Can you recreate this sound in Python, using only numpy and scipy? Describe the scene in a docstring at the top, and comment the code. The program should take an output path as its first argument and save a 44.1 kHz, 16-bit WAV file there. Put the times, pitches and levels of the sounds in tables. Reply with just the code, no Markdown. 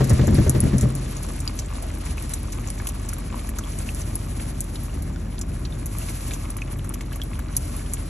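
"""Leaking roof in a car wash

Inside an idling car, water leaks through the roof and drums on the hollow centre console.
Drops tick on plastic, pat on wet trim and plink into puddles, close to a phone held in the
small padded cabin. Wet cloths beat the body for the first second and rubber squeaks once;
the wash rumbles and sprays outside."""
import sys
import numpy as np
from scipy import signal
from scipy.fft import rfft, irfft
from scipy.io import wavfile
from scipy.ndimage import uniform_filter1d

SR = 44100
rng = np.random.default_rng(int(sys.argv[2]) if len(sys.argv) > 2 else 0)


def generate_wav(signal):
    """Clip the signal to [-1, 1] and save it as 16-bit WAV at the path in sys.argv[1]."""
    frames = np.transpose(np.atleast_2d(signal))
    scaled = np.clip(frames, -1, 1) * 32767
    pcm = np.round(scaled).astype(np.int16)
    wavfile.write(sys.argv[1], SR, pcm)


N = 356762
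TIME_S = np.arange(N) / SR
FREQ_HZ = np.maximum(np.arange(N // 2 + 1) * SR / N, 1)
BRIEF_S = TIME_S[:2048]  # time axis of one drop or cabin response
BRIEF_HZ = np.arange(len(BRIEF_S) // 2 + 1) * SR / len(BRIEF_S) + 1

# drops on hard plastic: start_s, level_db, ring_hz, splash_re_impact_db
PLASTIC_DROPS = [(0.0427, -27.5, 8000, 11.5), (0.0958, -12.5, 8260, -4), (0.2715, -19.5, 6980, -11),
                 (0.345, -20, 9900, -22), (0.4955, -5, 9600, -11), (0.604, -8.5, 10340, -16),
                 (0.6387, -20, 10000, -3), (.782, -14.5, 9200, -3), (0.81, -23, 7660, 7.5),
                 (0.952, -18, 9400, -7), (1.1676, -24, 6650, -4), (1.2278, -21.5, 9650, 1.5),
                 (1.3166, -30, 10700, 1), (1.403, -17.5, 8600, -6), (1.59, -15.5, 6000, 1),
                 (1.8248, -25.5, 10700, -1), (2.0535, -30, 10800, -9), (2.224, -26, 9650, -15),
                 (2.294, -24, 10200, -1), (2.337, -11.5, 8640, -7), (2.432, -28, 9750, -14),
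                 (2.522, -30, 6600, 9), (2.674, -21.5, 7050, -2), (2.702, -16.5, 9250, -11),
                 (2.782, -34.5, 7040, 10), (2.8509, -33, 10200, -7), (2.8705, -13, 9600, -0.5),
                 (2.889, -19.5, 10000, 2), (3.088, -22.5, 9000, 1.5), (3.134, -20, 9700, -5),
                 (3.184, -26, 11100, -21), (3.492, -20, 10800, -1), (3.585, -29, 6760, 11.5),
                 (3.788, -20.5, 8250, -10), (3.9474, -20, 10500, -15), (4.0173, -27.5, 6150, -3),
                 (4.1547, -12.5, 10130, -27), (4.606, -11, 9600, -4.5), (4.6415, -26, 10600, -13),
                 (4.8349, -28, 11200, -6), (5.0226, -24, 10000, 2.5), (5.391, -24, 9900, -6),
                 (5.4127, -18.5, 7050, -3), (5.859, -17, 10600, -3), (5.985, -19.5, 11200, -12),
                 (6.336, -22.5, 6940, 2), (6.503, -20, 9650, -5), (6.5684, -21, 10000, -3),
                 (6.7206, -29, 11200, 0), (6.788, -31.5, 11000, -7), (6.845, -30, 10130, 2),
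                 (6.892, -18, 9690, -25), (6.9392, -23.5, 11200, 5.5), (7.009, -34.5, 7200, 8),
                 (7.127, -32, 11370, 1), (7.1587, -24, 11000, -3), (7.236, -23.5, 11300, -9),
                 (7.39, -32.5, 11500, 5), (7.5665, -7, 10470, -1), (7.766, -23, 10800, -15),
                 (7.936, -11, 10300, -5)]
# drops into standing water: start_s, level_db, nominal_hz, splat_re_bubble_db, nominal_cycles
PUDDLE_DROPS = [(.237, -17, 600, -14, 6.4), (.352, -21, 4800, -14, 7), (1.4766, -11.5, 4800, -6.5, 6.6),
                (2.18, -23.5, 2550, -3, 3), (2.335, -27.5, 3960, 2, 5), (3.326, -27, 1100, -4, 3),
                (3.343, -20, 1020, -15, 2.4), (3.638, -27.5, 3340, -13, 7), (3.8894, -16.5, 2680, -10, 2.5),
                (4.896, -35, 2870, -10, 7), (5.16, -34, 1470, 2, 6), (5.724, -32.5, 3680, -8, 13),
                (6.017, -29.5, 2780, -11, 6), (6.316, -26, 2420, 0.5, 9.9),
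                (6.6189, -17.5, 2520, -10.5, 5.2), (7.217, -20.5, 3320, -3, 9.6)]
# drops on wet trim, no bubble: start_s, level_db, centre_hz, decay_s
TRIM_DROPS = [(0.213, -36.5, 3000, 0.0056), (1.061, -41, 3000, 0.0026), (1.382, -40, 1990, 0.0025),
              (1.589, -39, 2270, .003), (1.902, -38, 2110, .003), (2.06, -45, 2200, 0.0023),
              (2.109, -41, 3800, 0.0018), (2.301, -41, 2000, .002), (2.532, -40, 2300, .003),
              (2.635, -45, 2100, .002), (2.703, -39, 2100, 0.0016), (2.778, -40, 1900, .003),
              (2.7998, -31, 1340, 0.0023), (2.871, -32.5, 3160, 0.0028), (3.13, -28.5, 1430, 0.0011),
              (3.301, -39, 1900, 0.003), (3.393, -38, 3000, 0.0018), (3.49, -35, 1900, 0.0018),
              (3.588, -28.5, 1070, 0.0019), (3.735, -43, 2200, .003), (4.397, -35, 2090, 0.0044),
              (4.756, -36, 3800, 0.0055), (5.075, -44, 1980, .003), (5.381, -37, 3700, 0.0035),
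              (5.651, -34, 4000, 0.0047), (6.086, -37, 2570, 0.0033), (6.309, -30.5, 2500, 0.0021),
              (6.335, -34, 2700, 0.0021), (6.453, -39, 2200, .002), (6.586, -36.5, 2220, 0.0025),
              (6.679, -40, 2400, 0.0017), (6.793, -36, 2580, 0.0013), (6.846, -37.5, 1190, .003),
              (6.911, -39, 1200, 0.0026), (6.94, -38.5, 2600, 0.0033), (7.009, -32, 2330, 0.0019),
              (7.119, -36, 1180, 0.004), (7.132, -36, 2480, 0.0021), (7.199, -35, 1200, 0.0023),
              (7.333, -37.5, 2510, 0.0023), (7.392, -31.5, 1280, 0.0018), (7.491, -40, 1160, 0.0027),
              (7.551, -41, 2300, .002), (7.795, -38, 2090, 0.0017), (7.969, -38, 2290, 0.0024)]
# leak strength: time_s, level_db
LEAK_FLOW = [(0, -32), (1.05, -37), (2, -37.5), (2.6, -39), (3.5, -40), (4.7, -42), (5.3, -46.5),
             (5.8, -43.5), (6.7, -45), (7.4, -45), (8.09, -40.5)]
# hollow console resonances: centre_hz, width_hz, level_db
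CONSOLE_MODES = [(557, 42, -2.5), (834, 120, -1.5), (1144, 160, 3), (1660, 380, -35), (2230, 390, -8.5),
                 (4150, 1000, -22.5)]
# cloth hits on the body: start_s, boom_db, knock_db, knock_hz, splash_db
CLOTH_SLAPS = [(.003, -15.5, -21, 562, -22), (0.101, -11.5, -23.5, 564, -23), (0.189, -13, -36, 564, -24),
               (.276, -15.5, -17.5, 296.5, -25.5), (0.323, -16, -22, 289, -33),
               (.379, -12.5, -20, 318, -25.5), (.461, -14.5, -25.5, 495, -26.5),
               (.546, -17.5, -21, 347, -24.5), (.626, -14, -19, 312, -30), (.729, -14.5, -34, 522, -28.5),
               (0.825, -13, -23.5, 438, -33)]
# body panel resonances: ratio_to_knock, level_db
PANEL_MODES = [(.76, -7.5), (1, -4.5), (1.27, -10), (1.8, -15.5)]
# surges of fine spray: start_s, length_s, level_db
SPRAY_SURGES = [(3.656, 0.37, -39.5), (4.074, 0.8, -46.5), (5.846, 0.47, -35.5), (7.512, 0.18, -38)]
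# noise spectra: freq_hz, level_db
PANEL_SPECTRUM = [(25, -34), (50, -1), (80, 4), (110, 3.5), (132, 12.5), (160, -3), (210, -2), (330, -13.5),
                  (450, -26), (600, -21.5), (900, -49), (2000, -47), (4000, -59), (8000, -80)]
SPLASH_SPECTRUM = [(150, 0.5), (380, 12), (600, 3.5), (1000, -4.5), (1400, -8.5), (1900, -5.5), (2600, -16),
                   (4000, -16), (8000, -22)]
HISS_SPECTRUM = [(600, 9.5), (1600, 2), (2400, 2.5), (3300, 0), (4500, 1), (6500, -1), (8000, 1.5),
                 (11000, -32), (15000, -28)]
FIZZ_SPECTRUM = [(4000, -38), (7000, -16.5), (8500, -14.5), (10200, 0), (11000, -10), (12000, -22),
                 (13500, -23), (16000, -43)]
SURGE_SPECTRUM = [(4000, -22), (7000, -10.5), (8500, -7), (10200, -0.5), (12000, -9), (13500, -11.5),
                  (15000, -20), (16000, -40)]
MACHINE_SPECTRUM = [(20, -32), (35, -28), (65, 5), (100, 0), (140, -5.5), (175, -13), (230, -7.5),
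                    (330, -13.5), (460, -25), (600, -21.5), (900, -29.5), (2000, -36), (5000, -59)]
CABIN_BOOM_SPECTRUM = [(60, -34), (88, 4), (122, 7), (152, 10), (185, 5.5), (300, -32)]
# phone heading, 0 = console, 1 = steering wheel: time_s, turn
PHONE_TURN = [(3.4, 0.62), (3.8, 0.75), (4.7, 1), (5.7, 0.91), (6.4, 0.76)]
# sound reaching the two microphone ports from all sides: freq_hz, diffuse_re_common_db
DIFFUSE_SHARE = [(50, -45), (150, -20), (300, -10.5), (520, 6.5), (1000, -3.5), (1800, -15.5), (4000, 10.5),
                 (7000, -32), (9500, -93), (14000, 24)]
# phase between the ports: freq_hz, left_lead_rad
PORT_LEAD = [(100, 0), (250, .2), (420, .7), (600, -1.6), (750, -2.0), (1100, -.9), (1900, .1), (3800, .5),
             (4400, 1.6), (5400, 5.4), (7000, 7.4), (9200, 9.4), (12000, 12.3), (13500, 12.8), (15000, 15)]
# level between the ports: freq_hz, left_minus_right_db
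PORT_TILT = [(90, 0), (200, 2.2), (380, 6), (700, 4.5), (1200, .4), (4000, 0)]


def big_drops(tick_gain_db=-5, plink_gain_db=-4, pat_gain_db=1.5, rebound_db=-34):
    """Fat drops hit plastic, puddles and trim; on plastic each throws up a droplet that lands later."""
    ticks, wet = np.zeros((2, N))
    for start_s, level_db, ring_hz, splash_db in PLASTIC_DROPS:
        width_hz = 1900 * 2 ** (splash_db / 13)  # wetter hits damp the ring
        gain = undb(level_db + tick_gain_db)
        add(ticks, start_s, gain * tick(ring_hz, width_hz, splash_db))
        rebound_s = start_s + 0.048 * (0.5 + rng.random())
        add(ticks, rebound_s, gain * undb(rebound_db) * tick(ring_hz, width_hz, splash_db=-5))
    for start_s, level_db, nominal_hz, splat_db, cycles in PUDDLE_DROPS:
        add(wet, start_s, undb(level_db + plink_gain_db) * plink(nominal_hz, splat_db, cycles))
    for start_s, level_db, centre_hz, decay_s in TRIM_DROPS:
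        add(wet, start_s, undb(level_db + pat_gain_db) * pat(centre_hz, decay_s))
    return small_source(ticks) + wet


def small_drops():
    """Random patter; ticks grow with the flow, plinks as it thins."""
    ticks, pats, plinks = np.zeros((3, N))
    for when, faintness, pitch in rng.random((640, 3)):
        drop = tick(11200 - 5200 * pitch ** 2, width_hz=1060, splash_db=-10)
        add(ticks, when * N / SR, undb(-37 - 6 * np.log(faintness + 0.23)) * drop)
    for when, faintness, pitch in rng.random((300, 3)):
        drop = pat(1050 * 3.6 ** pitch, decay_s=0.0012)
        add(pats, when * N / SR, undb(-27.5 - 13 * faintness) * drop)
    for when, faintness, pitch in rng.random((160, 3)):
        drop = plink(1000 * 3.4 ** pitch, splat_db=5.5, nominal_cycles=7)
        add(plinks, when * N / SR, undb(-42 - 3.3 * faintness) * drop)
    flow_db = over_time(LEAK_FLOW)
    ticks = small_source(ticks) * undb(0.81 * (flow_db - flow_db.mean()))
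    plinks *= undb(0.45 * thinning_db())
    return (ticks + pats + plinks) * facing(console_db=-2, turn_db=-10.5)


def tick(ring_hz, width_hz, splash_db, crack_s=0.0012, splash_s=0.0063, trim_hz=7000):
    """A drop hits plastic: fine snap, tiny ring, crack, then splashed droplets."""
    noise = rng.standard_normal((3, len(BRIEF_S)))
    spot = resonance(BRIEF_HZ, ring_hz, q=ring_hz / (2 * width_hz))
    # broad, heavy hits also wake the trim's resonance
    trim = undb(-11) * width_hz / 1300 * resonance(BRIEF_HZ, trim_hz, q=5)
    band = np.hypot(abs(spot), abs(trim))
    crack, droplets = (unit_rms(irfft(rfft(row) * band)) for row in noise[:2])
    snap = 0.7 * noise[2] * np.exp(-BRIEF_S / 0.0004)
    ring = np.sqrt(2) * bubble(ring_hz, cycles=1.18 * ring_hz / width_hz, glide=0.041, rise_cycles=2.8)
    crack *= 2 * undb(-6) * np.exp(-BRIEF_S / crack_s)
    clumps = unit_rms(undb(7 * unit_rms(uniform_filter1d(noise[2], size=30))))
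    splash = np.sqrt(crack_s / splash_s) * clumps * rise_fall(BRIEF_S, crack_s, splash_s)
    return snap + ring + crack + 2 * undb(splash_db) * droplets * splash


def plink(nominal_hz, splat_db, nominal_cycles):
    """A drop enters water: a broad splat and a trapped bubble."""
    cycles = nominal_cycles * min(nominal_hz / 2400, 1) ** 0.5  # large bubbles break after fewer cycles
    ring = bubble(0.976 * nominal_hz, cycles, glide=0.032, rise_cycles=1)
    return ring + undb(splat_db) * splat(nominal_hz, decay_s=0.001, width_ratio=2.6, rise_s=0.0001)


def pat(centre_hz, decay_s):
    """A drop lands on wet trim; softer spots yield more slowly and sound longer."""
    return splat(centre_hz, decay_s, width_ratio=0.72, rise_s=0.067 * decay_s)


def bubble(pitch_hz, cycles, glide, rise_cycles):
    """A trapped bubble rings briefly, its pitch climbing as it nears the surface."""
    elapsed_cycles = pitch_hz * BRIEF_S
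    envelope = rise_fall(elapsed_cycles, rise_cycles, cycles)
    climb = 1 + glide * np.tanh(elapsed_cycles / cycles / 2)
    return envelope / envelope.max() * sine(pitch_hz * climb)


def splat(centre_hz, decay_s, width_ratio, rise_s):
    """Water flattens on a surface: a short, broad noise burst."""
    band = resonance(BRIEF_HZ, centre_hz, q=1 / width_ratio) ** 2
    noise = irfft(rfft(rng.standard_normal(len(BRIEF_S))) * band)
    decay_rms = np.sqrt(np.mean(np.exp(-2 * BRIEF_S / decay_s)))
    return unit_rms(noise * rise_fall(BRIEF_S, rise_s, decay_s)) * decay_rms


def small_source(ticks, cutoff_hz=5030):
    """A tiny impact radiates no lows."""
    return signal.sosfilt(signal.butter(3, cutoff_hz, "high", fs=SR, output="sos"), ticks)


def streams(drops_per_s=90):
    """Streams drum on the hollow console: fine beads in full flow, fatter drops as it thins."""
    landings = rng.random((3, N)) < drops_per_s / SR
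    size_db = 4.5 * np.minimum(rng.exponential(size=(3, N)), 2.5)
    drops = landings * undb(size_db + 0.24 * thinning_db())
    beads = undb(-33 - thinning_db()) * rng.standard_normal((3, N))
    console = sum((-1) ** k * undb(level_db) * resonance(FREQ_HZ, centre_hz, q=centre_hz / width_hz)
                  for k, (centre_hz, width_hz, level_db) in enumerate(CONSOLE_MODES))
    drumming = at_ports(irfft(rfft(drops + beads) * console, N))
    sway_db = 3 * wander(rate_hz=24)
    return drumming * facing(console_db=-38.2, turn_db=-18.5) * undb(sway_db)


def thinning_db(full_flow_db=-43):
    """Shortfall of the leak below the flow that keeps its streams whole."""
    return np.maximum(full_flow_db - over_time(LEAK_FLOW), 0)


def cloths(swell_s=0.0032, contact_s=0.056, drag_until_s=0.85, slosh_until_s=0.65):
    """Wet cloths slap and drag; panels knock and boom, water splashes and sloshes until shed."""
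    blows, knocks, splashes = np.zeros((3, N))
    t = TIME_S[:SR // 3]
    # a cloth pushes while on the panel, then peels off quickly
    blow = (1 - np.exp(-t / swell_s)) * np.exp(-(t / contact_s) ** 4)
    burst = rise_fall(t, 0.0064, 0.014)
    ring = rise_fall(t, 0.009, 0.014)
    for start_s, boom_db, knock_db, knock_hz, splash_db in CLOTH_SLAPS:
        modes = np.zeros(len(t))
        for ratio, level_db in PANEL_MODES:
            mode_hz = knock_hz * ratio * (1 + 0.039 * rng.standard_normal())
            modes += undb(level_db) * np.sin(2 * np.pi * (mode_hz * t + rng.random()))
        add(blows, start_s, undb(boom_db) * blow / blow.max())
        add(knocks, start_s, undb(knock_db) * modes * ring / ring.max())
        add(splashes, start_s, undb(splash_db) * burst / burst.max())
    drag = undb(-23.5 - 34 * np.maximum(TIME_S - drag_until_s, 0))
    slosh = undb(-36.5 - 27 * np.maximum(TIME_S - slosh_until_s, 0))
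    panels = noise_field(PANEL_SPECTRUM, grain_db=4)
    # levelled so each blow has its full force
    panels /= np.sqrt(uniform_filter1d(np.mean(panels ** 2, axis=0), size=700))
    water = noise_field(SPLASH_SPECTRUM, grain_db=6)
    return panels * np.hypot(blows, drag) + knocks + water * np.hypot(splashes, slosh)


def spray(fizz_limit_db=-41):
    """Spray hisses and droplets fizz with the flow; surges add airy mist. All three flutter."""
    flutter = wander(rate_hz=21.2)
    flow = undb(over_time(LEAK_FLOW))
    surge = surges()
    # thin flow throws few droplets; strong flow merges into streams and throws no more
    droplets = flow * undb(-0.63 * thinning_db()) / np.hypot(1, flow / undb(fizz_limit_db))
    hiss = noise_field(HISS_SPECTRUM, grain_db=2) * undb(-6 + 2 * flutter) * np.hypot(flow, surge)
    fizz = noise_field(FIZZ_SPECTRUM, grain_db=4.5) * undb(-4 + 3.8 * flutter) * droplets
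    mist = noise_field(SURGE_SPECTRUM, grain_db=6) * undb(-1.5 + 2.2 * flutter) * surge
    return hiss + fizz + mist


def surges(rise_s=0.084, fall_s=0.11):
    """Gain of the spray surges: each swells, holds and dies away."""
    gain = np.zeros(N)
    for start_s, length_s, level_db in SPRAY_SURGES:
        swell = 1 - np.exp(-np.maximum(TIME_S - start_s, 0) / rise_s)
        fade = np.exp(-np.maximum(TIME_S - start_s - length_s, 0) / fall_s)
        gain += undb(level_db) * swell * fade
    return gain


def squeak(start_s=1.81, rise_s=0.027, fall_s=0.059, level_db=-41.5, rest_hz=584, climb_hz=130):
    """Wet rubber sticks and slips; its rough, unsteady pitch follows the pressure."""
    t = np.maximum(TIME_S - start_s, 0)
    pressure = (1 - np.exp(-t / rise_s)) * np.exp(-(t / fall_s) ** 2)
    pressure /= pressure.max()
    waver_hz = 65 * wander(rate_hz=160)
    rough_db = 4 * wander(rate_hz=120)
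    tone = np.sqrt(2) * sine(rest_hz + climb_hz * pressure + waver_hz)
    return tone * pressure * undb(level_db + rough_db)


def engine_idle(pitch_hz=44.7, level_db=-31.5):
    """The idling engine hums, slightly unsteady in pitch and level."""
    hum = np.sqrt(2) * sine(pitch_hz + 0.16 * wander(rate_hz=3.5))
    return hum * undb(level_db + 0.25 * wander(rate_hz=3.8))


def wash_rumble():
    """The wash churns and booms in the cabin air, which resonates most near the steering wheel."""
    churn_db = 0.6 * wander(rate_hz=8)
    machine = noise_field(MACHINE_SPECTRUM) * facing(console_db=-31.5, turn_db=1) * undb(churn_db)
    boom = noise_field(CABIN_BOOM_SPECTRUM) * facing(console_db=-55.5, turn_db=19)
    return machine + boom


def cabin(x, echo_db=-11, tail_db=-11, t60_s=0.027):
    """Console and dashboard return quick echoes; seats and carpet absorb the rest."""
    response = rng.standard_normal((2, len(BRIEF_S))) * undb(-60 * BRIEF_S / t60_s) * (BRIEF_S > 0.002)
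    response *= undb(tail_db) / np.sqrt(np.sum(response ** 2) / 2)
    response[:, 0] += 1
    for k, lag_s in enumerate([0.0023, 0.0041, 0.0072]):
        response[:, int(lag_s * SR)] += undb(echo_db - k)
    return signal.fftconvolve(x[None], response, axes=1)[:, :N]


def facing(console_db, turn_db):
    """Source gain as the phone turns from console to steering wheel."""
    return undb(console_db + turn_db * over_time(PHONE_TURN))


def noise_field(spectrum, grain_db=0):
    """Coloured stereo noise, rms 1; grain makes it uneven, like countless impacts."""
    impacts = rng.standard_normal((3, N)) * undb(grain_db * rng.standard_normal((3, N)))
    return at_ports(irfft(rfft(impacts) * undb(over_freq(spectrum)), N))


def at_ports(sounds):
    """Of three like sounds the first reaches both ports, the others one each; rms 1."""
    spectra = rfft(sounds)
    diffuse = undb(over_freq(DIFFUSE_SHARE))
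    return unit_rms(irfft((spectra[0] + diffuse * spectra[1:]) / np.hypot(1, diffuse), N))


def resonance(freq_hz, centre_hz, q):
    """Complex band-pass response of one mode."""
    return 1 / (1 + 1j * q * (freq_hz / centre_hz - centre_hz / freq_hz))


def rise_fall(t, rise, fall):
    """Exponential attack and decay; constants in the unit of t."""
    return (1 - np.exp(-t / rise)) * np.exp(-t / fall)


def sine(pitch_hz):
    """Sine following a per-sample pitch."""
    return np.sin(2 * np.pi * np.cumsum(pitch_hz) / SR)


def wander(rate_hz):
    """Smooth random drift, rms 1."""
    return unit_rms(irfft(rfft(rng.standard_normal(N)) / (1 + (FREQ_HZ / rate_hz) ** 4), N))


def over_time(table):
    """A time table at every sample."""
    time_s, value = np.transpose(table)
    return np.interp(TIME_S, time_s, value)


def over_freq(table):
    """A frequency table at every bin, on a log axis."""
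    freq_hz, value = np.transpose(table)
    return np.interp(np.log(FREQ_HZ), np.log(freq_hz), value)


def add(track, start_s, sound):
    """Mix a short sound into a track."""
    i = int(np.clip(start_s * SR, 0, N - 1))
    track[i:i + len(sound)] += sound[:N - i]


def undb(db):
    """Decibels to gain."""
    return 10 ** (np.asarray(db) / 20)


def unit_rms(x):
    """Scale to rms 1."""
    return x / np.sqrt(np.mean(x ** 2))


def scene():
    """Drops in the cabin over streams, spray, cloths, a squeak, engine and wash."""
    drops = cabin(big_drops() + small_drops())
    return drops + streams() + spray() + cloths() + squeak() + engine_idle() + wash_rumble()


def record(dry, roll_off_hz=11480, clip_level=0.9, top_hz=16000):
    """The phone's two ports differ in phase and level; peaks are rounded, the top is cut."""
    side = np.array([[0.5], [-0.5]])
    ports = undb(side * over_freq(PORT_TILT)) * np.exp(1j * side * over_freq(PORT_LEAD))
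    heard = irfft(rfft(dry) * ports, N)
    heard = signal.sosfilt(signal.butter(5, roll_off_hz, fs=SR, output="sos"), heard)
    heard = heard / (1 + (heard / clip_level) ** 6) ** (1 / 6)
    return signal.sosfilt(signal.ellip(8, 0.2, 80, top_hz, fs=SR, output="sos"), heard)


dry = scene()
out = record(dry)
generate_wav(out)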